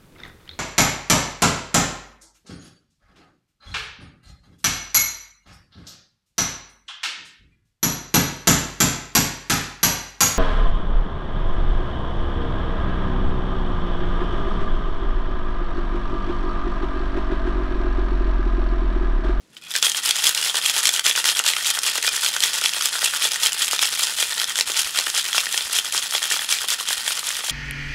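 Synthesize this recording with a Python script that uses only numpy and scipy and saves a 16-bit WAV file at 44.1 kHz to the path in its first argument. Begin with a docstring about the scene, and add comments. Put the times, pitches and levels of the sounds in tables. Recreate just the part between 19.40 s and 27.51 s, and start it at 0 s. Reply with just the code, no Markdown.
"""In a quiet kitchen, ice and drink are thrown from end to end of a shaker of steel tin and mixing glass,
five times a second. Each throw is a swell of small ice contacts that excite the damped modes of the walls,
with hard knocks and dull clunks as separate blows. Bands of flickering noise form the rush of the drink
and the room tone, low noise and damped 76 Hz thuds form the air moved by the arms, and feedback delays
form the reverberation."""
import sys
import numpy as np
from scipy import signal
from scipy.io import wavfile

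SR = 44100
rng = np.random.default_rng(int(sys.argv[2]) if len(sys.argv) > 2 else 0)


def linear_from_db(decibels):
    """Turn decibels (scalar or array-like) into linear amplitude factors; 0 gives 1."""
    return 10 ** (np.asarray(decibels, float) / 20)


def persist_wave(psi):
    """Save psi, clipped to +-1, as 16-bit WAV."""
    counts = np.round(np.clip(psi, -1, 1) * 32767).astype(np.int16)
    wavfile.write(sys.argv[1], SR, np.atleast_2d(counts).T)


N = 357651

# Background noise of the room. Each row: frequency in Hz, relative density in dB per Hz.
ROOM_TONE = [(24, -60), (40, -22), (211, -6.5), (888, -22.5), (1460, -23), (2170, -22), (7870, -27),
             (15000, -44)]
ROOM_TONE_DB = -58.5
KITCHEN_T60_S, KITCHEN_CUT_HZ = 0.13, 6500

# Throws into the glass, hard and bright. Each row: start in seconds, level in dB in the lull before,
# level in dB at full rattle, rise in seconds. 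The levels are relative, shared by ice and drink.
FORWARD_THROWS = [(.41, -34, -15.5, .03), (.616, -34, -18.5, .04), (.817, -28, -15.5, 0.028),
                  (1.02, -26.5, -20, .02), (1.207, -32, -17.5, .035), (1.414, -29, -19.5, .025),
                  (1.629, -35.5, -16, 0.023), (1.832, -31.5, -15.5, .029), (2.034, -33.5, -17.5, .03),
                  (2.216, -30, -17.5, .053), (2.413, -34, -18, .029), (2.609, -34.5, -19, .033),
                  (2.797, -27.5, -18.5, .045), (2.993, -34, -19.5, .037), (3.205, -29.5, -19.5, 0.041),
                  (3.4, -27.5, -20, .04), (3.599, -32, -18, .021), (3.777, -28.5, -18, 0.053),
                  (3.986, -29, -18, .05), (4.176, -27.5, -19.5, .034), (4.378, -29.5, -16.5, 0.042),
                  (4.568, -30.5, -18.5, 0.023), (4.761, -28, -21, .028), (4.959, -29, -20.5, .026),
                  (5.145, -34.5, -21.5, 0.02), (5.335, -27.5, -19, 0.044), (5.529, -30, -18.5, 0.035),
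                  (5.711, -31, -19, 0.064), (5.912, -31, -19, .055), (6.102, -28, -22.5, .042),
                  (6.307, -29.5, -18, .042), (6.511, -32.5, -22, .026), (6.681, -33.5, -21, .055),
                  (6.887, -27.5, -20, .045), (7.077, -32, -18.5, 0.037), (7.266, -35, -19, 0.023),
                  (7.445, -32, -20.5, .045), (7.639, -30, -21, .045), (7.83, -30.5, -23.5, .04),
                  (8.022, -31.5, -23, .045)]
FORWARD_HOLD_S, FORWARD_LOW_DB = .036, -9   # low body re high ring
# Throws back into the tin, softer and duller. Each row: start in seconds, level in dB in the lull before,
# level in dB at full rattle, relative level in dB of the push in the bass.
BACK_THROWS = [(.534, -33, -23.5, -76), (.742, -29.5, -21.5, -66), (.941, -29, -22, -64),
               (1.134, -31, -18.5, -57), (1.332, -30, -18.5, -59), (1.522, -30, -20, -58),
               (1.744, -33, -19.5, -61), (1.944, -29.5, -24, -53), (2.15, -30.5, -23.5, -61),
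               (2.326, -27, -23.5, -58), (2.529, -28.5, -22, -53), (2.706, -31.5, -21.5, -51),
               (2.918, -32, -24.5, -58), (3.122, -28, -22.5, -56), (3.33, -28, -22.5, -60),
               (3.513, -28.5, -22, -62), (3.721, -28, -21.5, -55), (3.9, -28, -23.5, -58),
               (4.105, -29, -25, -56), (4.3, -31, -22.5, -54), (4.506, -29, -22, -56),
               (4.671, -28, -24, -59), (4.87, -29.5, -24.5, -52), (5.066, -34, -26, -51),
               (5.257, -36, -23, -48), (5.44, -28.5, -23.5, -48), (5.649, -30.5, -23, -55),
               (5.833, -32.5, -24, -62), (6.031, -31, -25.5, -62), (6.237, -29.5, -27, -50),
               (6.43, -35, -25.5, -62), (6.617, -30, -23, -52), (6.808, -31.5, -23.5, -55),
               (6.988, -32, -23.5, -54), (7.186, -32, -24, -52), (7.376, -34, -25, -60),
               (7.562, -30, -25, -48), (7.746, -29, -26, -58), (7.941, -29, -25, -54)]
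BACK_RISE_S, BACK_HOLD_S, BACK_LOW_DB = .017, .036, -4.5
PUSH_LAG_S = .015
# First loose slides before the shaking is under way. Each row: time in seconds, relative level in dB.
LEAD_IN = [(0, -62), (0.084, -72.5), (0.149, -44), (.175, -43), (.21, -54), (.245, -38), (.295, -40),
           (.314, -27.5), (.34, -34), (.353, -18.5), (.366, -18), (0.397, -32.5)]
LEAD_IN_LOW_DB = -7   # low body re high ring

# Rush of drink and ice chips. Each row: frequency in Hz, relative density in dB per Hz.
RUSH = [(15, -63), (25, -18), (270, -19.5), (439, -45), (624, -18.5), (1440, -10.5), (1890, -9.5),
        (2160, -1.5), (3340, 1.5), (3820, -2.5), (9320, 0), (12900, -14), (16000, -15)]
# First slide of a cube along the glass. Each row: time in seconds, level in dB.
SLIDE = [(0.201, -64), (.235, -48), (.27, -47), (.3, -49), (.33, -78)]
# Notes that the slide rubs out. Each row: frequency in Hz, relative level in dB, t60 in seconds.
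SLIDE_NOTES = [(1500, -12, .02), (2500, -0.5, .022), (3330, 0, .022)]

# Wall modes of tin and glass, damped by hands and drink.
# Each row: frequency in Hz, relative level in dB, t60 in seconds.
WALL_MODES = [(330, -12.5, 0.056), (470, -7.5, 0.015), (592, -13, 0.027), (820, -33, 0.11),
              (912, 1.5, 0.03), (1229, 5.5, 0.017), (1450, 15, 0.012), (1850, 15, 0.014),
              (2454, -9.5, 0.068), (2762, 0.5, 0.024), (3160, 6, 0.015), (3420, 4, 0.026),
              (3730, 3.5, 0.011), (4180, 9, 0.0068), (4954, 7, 0.0096), (5400, -1.5, 0.022)]
MODE_WANDER = 0.033   # the moving drink shifts a mode by about this share of its pitch
LOW_BODY_HZ, RADIATES_ABOVE_HZ = 2200, 390
# Breaking and scraping ice. Each row: frequency in Hz, relative density in dB per Hz.
CRACK = [(3240, 14.5), (5500, 6.5), (5800, 13), (9530, 6), (15100, -11), (16000, -24)]
CRACK_HZ, BLUNT_HZ = 5000, 12100   # a whole cube cracks duller than the chips

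# Hardest knocks of ice. Each row: time in seconds, nominal peak in dB, strongest ring in Hz,
# crack in dB re the peak.
KNOCKS = [(0.1672, -19, 3030, -32), (0.3136, -10.5, 3550, -28), (0.3388, -11, 2900, -11),
          (0.353, -6, 4250, -16), (0.3627, -2.5, 2980, -9), (0.4264, 2, 3530, -11.5), (0.467, 2, 3300, -21),
          (0.5176, -8, 3260, -13), (0.547, -6, 3260, -10), (0.5747, -16, 5260, -3),
          (0.6423, -14, 2790, -10), (0.6735, -20, 3610, -9), (0.6908, -5, 3460, -4), (0.7089, 1, 3350, -9),
          (0.7573, -10, 3280, -3), (0.7867, -9, 3080, -12), (0.8387, -10, 3440, -18),
          (0.8546, -5, 4900, -27), (0.8684, 1.5, 3440, -10), (0.9483, -8, 3210, -5),
          (0.9758, -4.5, 2900, -15), (1.0137, -12, 3380, -5), (1.0263, -5, 2900, -19),
          (1.097, -2.5, 3180, -22), (1.1548, -16, 3290, -9), (1.1694, -7, 3030, -4), (1.215, -9, 3360, -18),
          (1.2601, 0, 3260, -13), (1.297, -1.5, 3430, -10.5), (1.3425, -17, 3160, -7),
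          (1.3798, -14, 2990, -1), (1.4288, -13, 3090, -10), (1.4465, -13, 3200, -10),
          (1.4549, 1.5, 3160, -10), (1.4706, -4.5, 3210, -3), (1.4912, 1, 3420, -10),
          (1.5246, -26, 3160, -1), (1.5386, -10, 3300, -0.5), (1.562, -7, 2900, -8),
          (1.5944, -2.5, 3150, -9), (1.6423, -12, 3200, -11), (1.6647, 1.5, 3220, -13),
          (1.7113, 0, 3430, -20), (1.753, -6, 2900, -24), (1.775, -15, 3190, -16), (1.801, -7, 2850, -16),
          (1.8419, -9, 4670, -3), (1.8552, -6, 4610, -6), (1.8724, -15, 3240, -4), (1.8893, 0.5, 3380, -14),
          (1.9503, -8, 3330, -13), (1.9701, -9, 3260, -3.5), (1.992, -1, 2850, -10), (2.039, -11, 3390, -5),
          (2.0776, -10, 3430, -6), (2.0893, 0, 3410, -15), (2.1354, -3.5, 3230, -22),
          (2.1664, -4, 3170, -15), (2.246, -9, 3200, -12), (2.2577, -15, 3270, -15),
          (2.2727, -11, 3380, -10), (2.3723, -20, 3920, -2), (2.389, -10.5, 5400, 0),
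          (2.4173, -18, 3350, -7), (2.434, -10.5, 3250, -2), (2.466, -8.5, 3380, -12),
          (2.5554, -10.5, 2860, -10), (2.627, -6.5, 3320, -7), (2.677, 1, 2470, -21),
          (2.73, -15, 3930, -9.5), (2.831, -12, 3470, -11), (2.8622, -1, 3330, -15),
          (2.9196, -14, 3420, -17), (2.9384, -13, 2800, -4), (2.9646, -13, 3160, -1),
          (3.0047, -6.5, 3190, -5), (3.0243, -10, 3280, -9), (3.0365, 2.5, 3390, -12),
          (3.1334, -10, 3170, -8), (3.213, -9, 3340, -8), (3.2256, -12, 3420, -14),
          (3.2396, -4.5, 3500, -11), (3.2584, 1.5, 3360, -17), (3.3355, -7.5, 3300, -11),
          (3.4103, -7, 3250, -10), (3.4228, -8.5, 3300, -7), (3.4565, -2.5, 5140, -8),
          (3.492, -17.5, 3300, -4), (3.53, -20, 3480, -14), (3.5909, -9, 4830, -10),
          (3.6173, -10, 3400, -11), (3.6592, -5.5, 2790, -11), (3.822, -2, 3470, -20),
          (3.8522, -2, 3430, -23), (3.9122, -8.5, 3700, -19), (3.9586, -9, 3980, -7),
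          (3.999, -18, 3160, -5), (4.0332, -2.5, 3430, -16), (4.061, 1, 3360, -24), (4.1208, -12, 2940, -8),
          (4.1307, -11, 2980, -2.5), (4.192, -15, 3180, -1), (4.22, -4, 3090, -7.5), (4.27, -13, 5210, -9),
          (4.2806, -5.5, 3260, -10), (4.311, -7, 2920, -9), (4.3316, -10, 4460, -5),
          (4.3918, -5, 3050, -14), (4.3918, -2.5, 3530, -35), (4.419, -6, 3330, -20),
          (4.434, -2, 3500, -11), (4.5248, -18, 3340, -15), (4.5747, -12, 4100, -17),
          (4.5976, -12, 3280, -16), (4.6355, -2.5, 5000, -8), (4.6697, -7, 3450, -11),
          (4.7856, -12, 3230, -10), (4.8268, -1.5, 3320, -14), (4.9997, -5, 3300, -15),
          (5.0164, -6, 3770, -13), (5.0422, -3.5, 5300, -12.5), (5.0735, -14, 3260, -17),
          (5.0953, -9, 3170, -9), (5.1565, -6.5, 3080, -10), (5.1877, -9, 3210, -2),
          (5.2096, 3.5, 4220, -15), (5.2786, -19, 3170, -14), (5.343, -10, 3270, -13),
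          (5.3644, -12, 3430, -10), (5.392, -6, 3250, -6), (5.4465, -11, 3100, -14),
          (5.5485, -13, 5500, -10), (5.5877, -1.5, 4030, -7), (5.6404, -11, 3370, -18),
          (5.665, -7, 2910, -16), (5.6831, -15, 3080, -4), (5.748, -7.5, 3420, -7), (5.7657, -6, 3100, -17),
          (5.9301, -3, 3360, -15), (5.9803, 3, 3300, -21), (6.0348, -16, 3390, -11),
          (6.0568, -10, 3260, -8), (6.126, -12, 3390, -3), (6.1442, -10, 3370, -13),
          (6.177, -2.5, 5320, -12), (6.208, -6, 3530, -30.5), (6.3302, -18, 5470, 5),
          (6.3581, -6, 3240, -10), (6.387, 1, 3200, -17), (6.456, -10.5, 3290, -13),
          (6.5237, -10, 3180, -4), (6.5776, -4.5, 5140, -8), (6.625, -8.5, 3440, -11),
          (6.709, -13.5, 4540, -2), (6.724, -13, 3280, -7), (6.7502, -1, 3340, -24),
          (6.7801, -6, 4020, -19), (6.8282, -5.5, 3360, -11), (6.9024, -9.5, 2640, -10),
          (6.9211, -5, 2360, -8), (6.992, -6.5, 3380, -30), (7.0898, -6, 3300, -16), (7.108, -12, 3180, -7),
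          (7.125, -0.5, 2330, -14), (7.1863, -8, 3330, -16), (7.292, -19, 3430, -10),
          (7.3133, -16, 3430, -11), (7.4, -8.5, 3270, -15), (7.4747, -9, 3480, -21),
          (7.487, -8.5, 3970, -7), (7.6644, -17, 4500, -7), (7.6783, -4.5, 3290, -8),
          (7.7201, -9, 5070, -12), (7.793, -11, 4080, -8), (7.8694, -13, 3420, -4), (7.953, -13, 3590, -18),
          (7.9678, -16, 3030, -4), (8.0064, -13, 3310, -22), (8.046, -13, 3300, -8),
          (8.0967, -3.5, 3300, -13)]
BODY_DB, RING_DB = -30.5, -14.5   # low body and high ring of a knock: rms of the first 4 ms re its peak
# Dull clunks, knocks on the end of the tin so that a low wall note speaks. # Each row: time in seconds, nominal
# peak in dB, note in Hz.
CLUNKS = [(0.353, -11, 1600), (0.427, -27, 1860), (0.547, -18, 1710), (0.638, -35, 1910),
          (0.658, -25, 1870), (0.69, -37, 2000), (0.759, -23, 1500), (0.836, -20, 1880),
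          (0.893, -16.5, 1550), (0.956, -27, 1470), (1.062, -16, 1980), (1.145, -13.5, 1520),
          (1.17, -19, 1560), (1.285, -20, 1920), (1.341, -22, 1770), (1.365, -19, 896), (1.49, -17, 1785),
          (1.593, -15, 1530), (1.659, -13, 1914), (1.671, -14, 1970), (1.7, -13, 1800), (1.753, -22, 1755),
          (1.777, -10, 1470), (1.842, -12.5, 2020), (1.854, -13, 1400), (1.883, -31, 1494),
          (1.999, -10.5, 1450), (2.047, -16.5, 1510), (2.066, -21, 1485), (2.09, -20, 1850),
          (2.136, -20.5, 1920), (2.166, -14.5, 1300), (2.284, -19.5, 1840), (2.374, -13.5, 1480),
          (2.386, -15, 1490), (2.465, -16, 1720), (2.581, -14.5, 1410), (2.636, -19, 1980),
          (2.647, -11, 1810), (2.679, -14, 1500), (2.731, -22, 1770), (2.743, -17, 1660),
          (2.776, -16.5, 1750), (2.832, -17, 1520), (2.964, -13, 1510), (3.039, -12, 1860),
          (3.218, -15.5, 1420), (3.245, -18, 1900), (3.328, -21, 1860), (3.368, -20, 1450),
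          (3.409, -15, 1320), (3.422, -20, 1810), (3.539, -19, 1465), (3.618, -20, 1410),
          (3.629, -14, 1280), (3.738, -15, 1400), (3.817, -22, 1760), (3.854, -13.5, 1860),
          (3.912, -31, 1740), (3.959, -14, 1900), (4.21, -15, 1850), (4.332, -10.5, 1280),
          (4.392, -19, 1410), (4.428, -10.5, 1810), (4.499, -35, 1750), (4.527, -22, 1284),
          (4.575, -25, 1560), (4.71, -28, 1900), (4.79, -22, 1380), (4.826, -12.5, 1440),
          (4.974, -18, 1800), (5.006, -17.5, 1310), (5.034, -20.5, 1850), (5.073, -39, 1880),
          (5.104, -18, 1920), (5.156, -22, 1500), (5.188, -12, 1820), (5.279, -35, 1650),
          (5.298, -15.5, 1290), (5.548, -21, 1430), (5.565, -17, 1470), (5.587, -11, 1810),
          (5.669, -11, 1770), (5.742, -20, 1330), (5.929, -18, 1760), (5.947, -12, 1450), (5.98, -9, 1410),
          (6.034, -19.5, 1280), (6.068, -11.5, 1860), (6.143, -11, 1820), (6.256, -28, 1930),
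          (6.332, -21, 1310), (6.365, -32, 1860), (6.446, -29, 1260), (6.534, -21, 2050),
          (6.547, -13.5, 1290), (6.724, -22, 1350), (6.738, -17, 1400), (6.75, -11.5, 2060),
          (6.82, -14.5, 1820), (6.913, -11, 1800), (6.92, -15, 1850), (6.965, -14.5, 1450),
          (6.993, -16, 1700), (7.017, -21, 1760), (7.242, -18, 1120), (7.291, -29, 1900),
          (7.388, -22, 1400), (7.407, -19, 1160), (7.467, -27, 1310), (7.486, -22, 1870),
          (7.507, -12, 1610), (7.678, -15, 1850), (7.782, -25, 1310), (7.83, -19.5, 1230),
          (7.883, -20.5, 1440), (7.905, -15, 1880), (8.006, -22, 1230), (8.039, -19, 1290),
          (8.085, -19, 1510)]
# Parts of a clunk. The row: low body, high ring and crack, each in dB re the peak.
CLUNK_DB = (-10, -17, -30)
# Parts of a lesser knock. The row: low body, high ring and crack, each in dB re the throw level.
LESSER_DB = (-16.5, -8.5, -12)
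# Chance variation of those parts. The row: low body, high ring and crack, each a spread in dB.
LESSER_SCATTER_DB = (6.5, 1, 8)
LESSER_COUNT, LESSER_FOLLOWS = 80, .6   # the odds follow the throw level in dB times this factor


def rms_one(x):
    """Normalisation divides a signal by its root mean square."""
    return x / np.sqrt(np.mean(x ** 2) + 1e-20)


def above(hz, x):
    """A fourth-order high-pass models weak radiation at low frequencies."""
    return signal.sosfilt(signal.butter(4, hz, "high", fs=SR, output="sos"), x)


def band_pass(low_hz, high_hz, x):
    """A second-order Butterworth design selects one band."""
    return signal.sosfilt(signal.butter(2, [low_hz, high_hz], "band", fs=SR, output="sos"), x)


def drift(rate_hz):
    """Noise through two equal one-poles is a slow random process, here of rms 1."""
    pole = np.exp(-40 * np.pi * rate_hz / SR)   # computed at every 20th sample
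    white = rng.standard_normal(N // 20 + 2002)
    slow = signal.lfilter([1], [1, -2 * pole, pole * pole], white)[2000:]   # settled part
    return np.interp(np.arange(N) / 20, np.arange(len(slow)), rms_one(slow))


def ring(drive, hz, t60):
    """A damped resonator answers a unit impulse with a decaying sine of initial height 1."""
    radius, angle = linear_from_db(-60 / (t60 * SR)), 2 * np.pi * hz / SR
    feedback = [1, -2 * radius * np.cos(angle), radius * radius]
    return signal.lfilter([0, np.sin(angle)], feedback, drive + 1e-18)


def banded_noise(spectrum, patchy_db):
    """Turbulence and friction are noise in half-octave bands, each with its own flicker; rms 1."""
    out, edges = 0, 22 * 2 ** np.arange(0, 10, .5)
    hz, density_db = np.transpose(spectrum)
    white, together = rng.standard_normal((2, N)), drift(120)
    for k, (low, high) in enumerate(zip(edges, edges[1:])):
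        band = band_pass(low, high, white[k % 2])
        centre_db = np.interp(np.log(low * high) / 2, np.log(hz), density_db)
        flicker_db = patchy_db * (0.17 * together + drift(32))
        out = out + band * linear_from_db(centre_db + flicker_db)
    return rms_one(out)


def room_tone():
    """A quiet room has steady background noise that is strongest at low frequencies."""
    return linear_from_db(ROOM_TONE_DB) * banded_noise(ROOM_TONE, patchy_db=.8)


def kitchen(x):
    """Reverberation is recirculating delay: eight loops, each duller on every round."""
    out, pole = np.zeros(N), np.exp(-2 * np.pi * KITCHEN_CUT_HZ / SR)
    lags = (np.geomspace(.011, .031, num=8) * SR).astype(int)
    for k, lag in enumerate(lags):
        loop, gain, state = x.copy(), linear_from_db(-60 * lag / SR / KITCHEN_T60_S), [0.]
        for i in range(lag, N, lag):   # one round of the loop at a time
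            back, state = signal.lfilter([gain * (1 - pole)], [1, -pole], loop[i - lag:i], zi=state)
            loop[i:i + lag] += back[:N - i]
        out += (loop - x) * (-1) ** k
    return out


def throws():
    """The excitation of a thrown load rises from a lull, holds and falls to the next lull."""
    rows = [(*row, FORWARD_HOLD_S, FORWARD_LOW_DB) for row in FORWARD_THROWS]
    rows += [(*row[:3], BACK_RISE_S, BACK_HOLD_S, BACK_LOW_DB) for row in BACK_THROWS]
    start, lull_db, full_db, rise, hold, low_db = np.transpose(sorted(rows))
    s, (lead_s, lead_db) = np.arange(N) / SR, np.transpose(LEAD_IN)
    throw_s = np.ravel([start, start + rise, start + rise + hold], "F")
    throw_db = np.ravel([lull_db, full_db, full_db], "F")
    corners = np.maximum.accumulate(np.r_[lead_s, throw_s])   # keeps the corners in order of time
    level_db = np.interp(s, corners, np.r_[lead_db, throw_db])
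    middle_s = start + rise + hold / 2
    low_body_db = np.interp(s, np.r_[lead_s[-1], middle_s], np.r_[LEAD_IN_LOW_DB, low_db])
    return level_db, low_body_db


def air_push(level_db, thud_db):
    """Swinging arms stir low air as noise; each backward throw starts with a push that excites a damped low
    resonance."""
    start, push_db = np.array(BACK_THROWS)[:, 0], np.array(BACK_THROWS)[:, 3]
    pushes = np.zeros(N)
    pushes[((start + PUSH_LAG_S) * SR).astype(int)] = linear_from_db(push_db)
    thuds = linear_from_db(thud_db) * ring(pushes, hz=76, t60=0.045)
    soft = signal.sosfilt(signal.butter(2, 130, fs=SR, output="sos"), thuds)
    low = band_pass(22, 160, rng.standard_normal(N))
    moving = np.clip((np.arange(N) / SR - .3) / 0.96, 0, 1)   # the arms get under way
    return moving * linear_from_db(level_db + 2.5 * drift(3.8)) * rms_one(low) + soft


def drink_rush(level_db):
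    """Flow noise grows with the force of the throw and drives a resonance of the glass."""
    rush = linear_from_db(level_db - 7) * banded_noise(RUSH, patchy_db=2.5)
    rush = rush * np.clip(linear_from_db(level_db + 31), .4, 1)   # weaker still while the load is thrown softly
    singing = linear_from_db(-39) * ring(rush, hz=3350, t60=0.035)
    return above(93, rush) + singing


def slide():
    """Rough friction is a random force that keeps a few wall notes sounding."""
    s, level_db = np.transpose(SLIDE)
    rub = rng.standard_normal(N) * linear_from_db(4.0 * drift(80))
    notes = sum(linear_from_db(note_db) * rms_one(ring(rub, hz, t60)) for hz, note_db, t60 in SLIDE_NOTES)
    envelope_db = np.interp(np.arange(N) / SR, s, level_db, left=-120, right=-120)
    return linear_from_db(envelope_db) * above(900, notes)


def crack(contacts, fade_s):
    """Fracture and scraping are broadband: every contact gates a short burst of bright noise."""
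    gate = signal.lfilter([1], [1, -np.exp(-1 / (fade_s * SR))], contacts + 1e-18)
    bright = gate * banded_noise(CRACK, patchy_db=1.0)
    return above(CRACK_HZ, bright)


def rattle(level_db, low_db, per_s, spread_db, spot_db):
    """Clumped small impacts strike the walls at random spots, so each excites every mode differently."""
    at = np.flatnonzero(rng.random(N) < per_s * linear_from_db(3.0 * drift(40)) / SR)
    size_db = spread_db * np.minimum(rng.exponential(1, N), 3)[at]
    low, high, contacts = np.zeros(N), np.zeros(N), np.zeros(N)
    for hz, mode_db, t60 in WALL_MODES:
        clicks = np.zeros(N)
        share_db = mode_db + spot_db * rng.standard_normal(N)[at]
        clicks[at] = linear_from_db(size_db + share_db) * rng.choice([-1, 1], N)[at]
        dealt = rng.integers(-1, 2, N)   # each contact finds the mode low, centred or high
        rung = sum(ring(clicks * (dealt == k), hz * (1 + k * MODE_WANDER), t60) for k in (-1, 0, 1))
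        if hz < LOW_BODY_HZ:
            low = low + rung
        else:
            high = high + rung
    contacts[at] = linear_from_db(size_db + 5.5 * rng.standard_normal(N)[at])
    high_ring = rms_one(above(1680, high))
    low_body = linear_from_db(low_db) * rms_one(low)
    chips = linear_from_db(-0.5) * rms_one(crack(contacts, fade_s=0.00053))
    return linear_from_db(level_db) * (high_ring + low_body + chips)


def knock_rows(level_db):
    """Impacts differ in body, ring and crack: listed knocks and clunks, and chance blows where throws peak.

    Each row: time in seconds, ring in Hz, low body in dB, high ring in dB, crack in dB."""
    s, peak_db, ring_hz, crack_db = np.transpose(KNOCKS)
    hard = np.transpose([s, ring_hz, peak_db + BODY_DB, peak_db + RING_DB, peak_db + crack_db])
    s, peak_db, note_hz = np.transpose(CLUNKS)
    dull = np.column_stack([s, note_hz, peak_db[:, None] + CLUNK_DB])

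    odds = np.cumsum(linear_from_db(LESSER_FOLLOWS * level_db))
    where, which = rng.random((LESSER_COUNT, 2)).T
    drawn = (np.arange(LESSER_COUNT) + where) / LESSER_COUNT * odds[-1]   # one in each equal share of the odds
    at = np.searchsorted(odds, drawn).clip(0, N - 1)
    hz = np.array([hz for hz, _, _ in WALL_MODES if hz > 1000])
    lesser_hz = hz[(which * len(hz)).astype(int)]
    scatter_db = np.multiply(LESSER_SCATTER_DB, rng.standard_normal((LESSER_COUNT, 3)).clip(-2, 1))
    lesser = np.column_stack([at / SR, lesser_hz, level_db[at, None] + LESSER_DB + scatter_db])
    return np.vstack([lesser, hard, dull])


def knocks(rows, chatter_s, crack_s):
    """An impact is a blow and fading slips; modes near its strongest ring are excited most."""
    s, ring_hz, low_db, ring_db, crack_db = np.transpose(rows)[:, :, None]
    hz, mode_db, t60 = np.transpose(WALL_MODES)
    t, out, first = np.arange(1280) / SR, np.zeros(N + 4096), int(.004 * SR)
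    mode_chance = rng.standard_normal((len(rows), len(WALL_MODES)))
    slip_chance = rng.standard_normal((len(rows), 256))

    hz = hz * (1 + MODE_WANDER * rng.standard_normal((len(rows), len(WALL_MODES))))
    nearest = np.abs(np.log(hz / ring_hz)).argmin(axis=1)
    hz[np.arange(len(hz)), nearest] = ring_hz[:, 0]   # the closest mode sits on the ring that is heard
    near_db = 13 * np.exp(-(np.log(hz / ring_hz) / .07) ** 2)
    share = linear_from_db(mode_db + near_db + 3.5 * mode_chance)
    decay = linear_from_db(-60 * t / t60[:, None])
    rings = share[:, :, None] * np.sin(2 * np.pi * hz[:, :, None] * t) * decay

    slips = slip_chance ** 3 * np.exp(-t[:256] / chatter_s)   # cubing leaves few strong slips
    slips[:, 0] = 12.0   # the blow itself
    blows = 0
    for modes, part_db, cut_hz in ((hz < LOW_BODY_HZ, low_db, 250), (hz >= LOW_BODY_HZ, ring_db, 1900)):
        chosen = np.einsum("km,kmt->kt", modes * 1., rings)
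        part = signal.fftconvolve(chosen, slips, axes=1)
        part = above(cut_hz, part)   # a mode sends out little below its own range
        blows = blows + linear_from_db(part_db) * part / np.std(part[:, :first], axis=1, keepdims=True)
    at = (s[:, 0] * SR).astype(int)
    for start, blow in zip(at, blows):
        out[start:start + len(blow)] += blow

    contacts = np.zeros(N)
    contacts[at] = linear_from_db(crack_db[:, 0]) * np.sqrt(2 * first / (crack_s * SR))   # sets the rms over 4 ms
    blunt = signal.butter(1, BLUNT_HZ, fs=SR)
    return out[:N] + signal.lfilter(*blunt, crack(contacts, crack_s))


def scene():
    """Superposition adds ice, its reverberation, drink, moving air and room tone."""
    level_db, low_db = throws()
    small_ice = linear_from_db(-6.0) * rattle(level_db, low_db, per_s=800, spread_db=2.5, spot_db=5.5)
    blows = knocks(knock_rows(level_db), chatter_s=0.00092, crack_s=0.0017)
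    ice = above(RADIATES_ABOVE_HZ, small_ice + slide() + blows)   # a small body sends out little bass
    air = air_push(level_db=-72, thud_db=7)
    mix = ice + linear_from_db(-13) * kitchen(ice) + drink_rush(level_db) + air + room_tone()
    return mix[None]   # one channel


def top_cut(x):
    """Nothing passes above the cut-off."""
    return signal.sosfilt(signal.butter(12, 16680, fs=SR, output="sos"), x)


def record(dry):
    """Soft saturation rounds the peaks and a steep low-pass ends the band at 16 kHz."""
    rounded = dry / (1 + (dry / .95) ** 6) ** (1 / 6)
    steep = signal.cheby2(24, 60, 16000, fs=SR, output="sos")
    finished = signal.sosfilt(steep, rounded)
    return top_cut(finished)


dry = scene()
out = record(dry)
persist_wave(out)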